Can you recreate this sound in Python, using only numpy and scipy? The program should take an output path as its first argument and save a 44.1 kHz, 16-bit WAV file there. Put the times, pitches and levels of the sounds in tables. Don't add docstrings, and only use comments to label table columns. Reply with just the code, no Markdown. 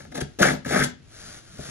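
import sys
import numpy as np
from scipy import signal
from scipy.fft import rfft, irfft, next_fast_len
from scipy.io import wavfile
from scipy.ndimage import uniform_filter1d

SR = 44100
rng = np.random.default_rng(int(sys.argv[2]) if len(sys.argv) > 2 else 0)


def output_pcm(signal):
    pcm = np.clip(np.atleast_2d(signal).T, -1, 1) * 32767
    wavfile.write(sys.argv[1], SR, np.round(pcm).astype(np.int16))


N = 74970
TIME = np.arange(N) / SR
FILTER_HZ = np.fft.rfftfreq(8192, 1 / SR)
FFT_SIZE = next_fast_len(2 * N, True)
FFT_HZ = np.fft.rfftfreq(FFT_SIZE, 1 / SR)


def amp(db):
    return 10 ** (np.asarray(db) / 20)


def unit_rms(x):
    return x / np.sqrt(np.mean(x ** 2) + 1e-20)


def read(points, hz):
    freq_hz, value = np.transpose(points)
    return np.interp(np.log(hz + 1), np.log(freq_hz + 1), value)


def levels(table):
    time_s, *columns = np.transpose(table)
    return np.array([amp(np.interp(TIME, time_s, db, left=-200, right=-200)) for db in columns])


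def colour(x, gain):
    log_gain = np.log(np.maximum(unit_rms(gain), 1e-5))
    mirrored = np.concatenate([log_gain, log_gain[-2:0:-1]])
    minimum_phase = np.exp(np.conj(signal.hilbert(mirrored)))
    taps = irfft(minimum_phase[:len(FILTER_HZ)])
    return signal.fftconvolve(x, taps[:len(FILTER_HZ)])[:N]


def resonances(table, skirt):
    power = 0
    for hz, width_hz, db in table:
        detuning = (FILTER_HZ ** 2 - hz ** 2) / ((FILTER_HZ + 1) * width_hz)
        power += amp(db) ** 2 / (1 + detuning ** 2) ** skirt
    return np.sqrt(power)


def grains(per_s, spread_db):
    size = amp(spread_db * np.clip(rng.standard_normal(N), -2, 2)) * rng.choice([-1, 1], N)
    return unit_rms(size * (rng.random(N) < per_s / SR))


# freq_hz, relative_db
ROOM_TONE = [(20, -12), (45, 0.5), (105, 7), (200, -9.5), (310, -2.5), (500, -12), (1000, -19),
             (1600, -21.5), (3000, -18), (7000, -28), (12000, -64), (16000, -53)]


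def room_tone(level_db=-54.5):
    spectrum = amp(read(ROOM_TONE, FILTER_HZ))
    shared, left, right = [colour(noise, spectrum) for noise in rng.standard_normal((3, N))]
    return amp(level_db) * unit_rms(shared + 1.2 * np.array([left, right]))


# freq_hz, t60_s
TAIL_DECAY = [(100, 0.58), (300, 0.37), (700, 0.2), (1600, 0.28), (5000, 0.27), (12000, 0.093)]
# freq_hz, level_db
TAIL_LEVEL = [(100, -11), (250, -13), (700, -4), (1600, -7), (4000, -5), (7000, -8), (9000, -4),
              (12000, -11.5)]
# freq_hz, likeness_0_to_1
TAIL_LIKENESS = [(100, 0.33), (400, 0), (1500, 0), (4000, 0), (7000, 0), (8400, 1), (9400, 1), (10800, 1),
                 (12500, 0.6)]


def room_tail(delay_s=.004):
    hz, t, (left, other) = signal.stft(rng.standard_normal((2, SR)), SR, nperseg=256)
    t60 = read(TAIL_DECAY, hz)[:, None]
    likeness = np.clip(read(TAIL_LIKENESS, hz), 0, 1)[:, None]
    right = likeness * left + np.sqrt(1 - likeness ** 2) * other
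    decay = amp(read(TAIL_LEVEL, hz)[:, None] - 60 * t / t60)
    energy_scale = np.sqrt(2 * np.log(1000) / (t60 * SR))
    _, tail = signal.istft(np.array([left, right]) * decay * energy_scale, SR, nperseg=256)
    return np.pad(tail, ((0, 0), (round(delay_s * SR), 0)))


# freq_hz, left_lead_rad
MIC_PHASE = [(30, 0), (220, .7), (330, .1), (480, -1.6), (950, -2.2), (1200, -.6), (2500, -.7),
             (2900, -2.2), (4800, -3.7), (6000, -4.8), (7300, -4.2), (8300, -3.2), (9500, -3), (11000, -2),
             (12500, 0)]
# freq_hz, left_minus_right_db
MIC_BALANCE = [(60, 3), (180, -1), (340, 11), (700, 3.5), (1500, 2), (2200, 6), (4000, 9.5), (6000, 0.5),
               (12000, 0)]


def microphones(direct, tail):
    in_room = rfft(direct, FFT_SIZE) * (1 + rfft(tail, FFT_SIZE))
    side = np.array([[.5], [-.5]])
    phase = np.exp(1j * (side - .5) * read(MIC_PHASE, FFT_HZ))
    balance = amp(side * read(MIC_BALANCE, FFT_HZ))
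    return irfft(in_room * phase * balance, FFT_SIZE)[:, :N]


# pitch_hz, level_db, t60_s
BOX_MODES = [(72.5, -9.5, 0.19), (146.1, 2.5, 0.14), (206, -4, 0.17), (245, -4.5, 0.13), (314, -7, 0.028),
             (398, -1.5, 0.058)]


def box_ring():
    return sum(amp(db - 60 * TIME / t60) * np.cos(2 * np.pi * hz * TIME) for hz, db, t60 in BOX_MODES)


# time_s, hiss_db, murmur_db
HAND_SLIDE = [(0, -46, -50.5), (.1, -64, -48), (.28, -60, -60), (.36, -62, -73), (1.0, -70, -60.5),
              (1.09, -58, -60.5), (1.15, -47.5, -71), (1.25, -43, -58), (1.295, -43, -47),
              (1.32, -45.5, -70), (1.38, -45.5, -56.5), (1.42, -55.5, -66), (1.54, -49.5, -52.5),
              (1.575, -48, -50), (1.63, -42, -53), (1.7, -39, -56)]
# freq_hz, relative_db
SKIN_HISS = [(150, 6), (400, 2.5), (720, 5), (1000, -4), (1400, 5.5), (2000, 0.5), (2600, -5.5),
             (5000, 0.5), (6500, 2), (8000, -2), (9700, 2.5), (10700, 0.5), (11700, -48), (15500, -23)]


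def hand(mode_width_hz=35, cutoff_hz=267):
    hiss_gain, murmur_gain = levels(HAND_SLIDE)
    rub = grains(per_s=3500, spread_db=4.5)
    damped_box = resonances([(hz, mode_width_hz, db) for hz, db, _ in BOX_MODES], skirt=1.0)
    hiss = colour(hiss_gain * rub, amp(read(SKIN_HISS, FILTER_HZ)))
    murmur = colour(murmur_gain * rub, damped_box / (1 + (FILTER_HZ / cutoff_hz) ** 2))
    return hiss + murmur


# pitch_hz, width_hz, relative_db
WALL_MODES = [(194.4, 54, 2.5), (253, 16, 2), (360.8, 54, -2.5), (421, 47, -0.5), (568.7, 66, 1.5),
              (591, 20, -1.5), (724, 47, 2), (813, 73, -8.5)]


def box_walls(force, skirt):
    return colour(force, resonances(WALL_MODES, skirt))


# start_s, boom_db, clack_db
BUMPS = [(0.222, -19, -5.5), (0.412, -20.5, 6), (1.592, -25, -9), (1.69, -31, -24)]


def bumps(push_s=.0011, clack_s=.0059):
    push, rattle = np.zeros((2, N))
    for start_s, boom_db, clack_db in BUMPS:
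        age = np.maximum(TIME - start_s, 0)
        push += amp(boom_db) * age * np.exp(-age / push_s) / (push_s ** 2 * SR)
        rattle += amp(clack_db) * (age > 0) * np.exp(-age / clack_s) / np.sqrt(clack_s * SR)
    boom = signal.fftconvolve(push, box_ring())[:N]
    return boom + box_walls(rattle * grains(per_s=6000, spread_db=3), skirt=1.1)


# centre_s, half_length_s, pitch_hz, level_db
TAPE_SQUEAKS = [(.4315, 0.0031, 1550, -10.5), (.428, .005, 6400, -21.5), (.8455, 0.0013, 7200, -22.5)]


def squeaks(roughness=.13, overtone_db=-14):
    sound = np.zeros(N)
    for centre_s, half_length_s, hz, db in TAPE_SQUEAKS:
        waver = unit_rms(uniform_filter1d(rng.standard_normal(N), size=16))
        phase = 2 * np.pi * np.cumsum(hz * (1 + roughness * waver)) / SR
        tone = unit_rms(np.sin(phase) + amp(overtone_db) * np.sin(2 * phase))
        sound += amp(db) * np.exp(-((TIME - centre_s) / half_length_s) ** 2) * tone
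    return sound


def bending_waves(x, delay_at_1khz_s=.0020225):
    lag_rad = 4 * np.pi * delay_at_1khz_s * np.sqrt(1000 * FFT_HZ)
    return irfft(rfft(x, FFT_SIZE) * np.exp(-1j * lag_rad), FFT_SIZE)[:N]


def slips(median_per_s=420, jitter=.65, spread_db=3):
    gap, size = np.clip(rng.standard_normal((2, N // 20)), -2, 2)
    at = (np.cumsum(np.exp(jitter * gap)) / median_per_s * SR).astype(int)
    train = np.bincount(at[at < N], amp(spread_db * size[at < N]), N)
    train /= np.sqrt(abs(uniform_filter1d(train ** 2, size=700)) + 1e-3)
    return unit_rms(train - uniform_filter1d(train, size=500))


# time_s, rasp_db, walls_db, crackle_db, boom_db
PULL_ONE = [(.388, -43, -44, -47, -25), (.393, -33, -27, -31.5, -29), (.408, -32.5, -18, -31, -40),
            (.425, -18, -22.5, -20, -45), (.445, -24.5, -20, -28, -28.5), (.478, -22, -26.5, -29.5, -28),
            (.505, -25, -23.5, -30.5, -31), (.525, -46.5, -34, -36.5, -30), (.55, -69, -45.5, -49, -30),
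            (.59, -63, -47, -65, -61)]
PULL_TWO = [(.647, -35.5, -61, -44, -47), (.655, -38, -36, -44, -33.5), (.678, -41, -71.5, -42.5, -32),
            (.705, -32.5, -24.5, -31.5, -35.5), (.735, -25.5, -26, -32.5, -24.5),
            (.762, -22.5, -20, -30, -54), (.797, -27.5, -33.5, -29, -26), (.824, -20, -54, -34.5, -24),
            (.842, -46, -27.5, -23, -35.5), (.868, -76, -43, -61, -35), (.9, -78, -83, -72, -42),
            (.93, -68, -74, -71, -89)]
# start_s, length_s, rasp_db, walls_db, crackle_db, boom_db
SHORT_RIPS = [(.001, 0.008, -43, -45.5, -48, -38), (0.048, 0.0088, -50.5, -41.5, -66, -45),
              (0.114, 0.02, -50, -45, -50.5, -48.5), (0.144, 0.019, -42.5, -32.5, -37.5, -31),
              (0.164, 0.028, -40, -30.5, -39, -35.5), (0.204, .015, -35.5, -30, -31, -52),
              (.658, 0.0064, -42, -27, -44, -32)]
# pitch_hz, width_hz, relative_db
RASP_MODES = [(1300, 163, 0.5), (1472, 140, -2.5), (1523, 76, -0.5), (1680, 165, 3.5), (1796, 63, 1.5),
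              (1880, 300, -10), (2020, 100, -1.5), (2232, 260, -6.5)]
# freq_hz, relative_db
GLUE_CRACKLE = [(300, -36), (1200, 3), (2600, -3), (3100, 4.5), (4000, 2.5), (5400, 4), (6600, 5),
                (8200, 2.5), (9100, 7), (10400, 8), (12000, -18), (15500, -37)]


def peeling_tape(puff_fade_s=.006):
    effort = levels(PULL_ONE) + levels(PULL_TWO)
    for start_s, length_s, *db in SHORT_RIPS:
        effort += amp(db)[:, None] * np.exp(-(2 * (TIME - start_s) / length_s - 1) ** 4)
    rasp_gain, walls_gain, crackle_gain, boom_gain = effort
    jerks, ring = slips(), box_ring()
    puffs = unit_rms(signal.lfilter([1], [1, -np.exp(-1 / (puff_fade_s * SR))], np.maximum(jerks, 0)))
    threads = unit_rms(grains(per_s=7000, spread_db=4) * (1 + puffs))
    tug = unit_rms(jerks + 0.82 * threads)
    rasp = colour(rasp_gain * tug, resonances(RASP_MODES, skirt=1.73))
    walls = box_walls(walls_gain * tug, skirt=1.364)
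    crackle = colour(crackle_gain * threads, amp(read(GLUE_CRACKLE, FILTER_HZ)))
    boom = signal.fftconvolve(boom_gain * tug, ring / np.linalg.norm(ring))[:N]
    return bending_waves(rasp + walls) + crackle + boom


def scene():
    direct = peeling_tape() + squeaks() + bumps() + hand()
    return microphones(direct, room_tail()) + room_tone()


def record(dry):
    ceiling, cutoff_hz = .9, 15600
    rounded = dry / (1 + (dry / ceiling) ** 8) ** (1 / 8)
    lowpass = signal.firwin(511, cutoff_hz, window=("kaiser", 9), fs=SR)
    return signal.oaconvolve(rounded, lowpass[None], "same")


dry = scene()
out = record(dry)
output_pcm(out)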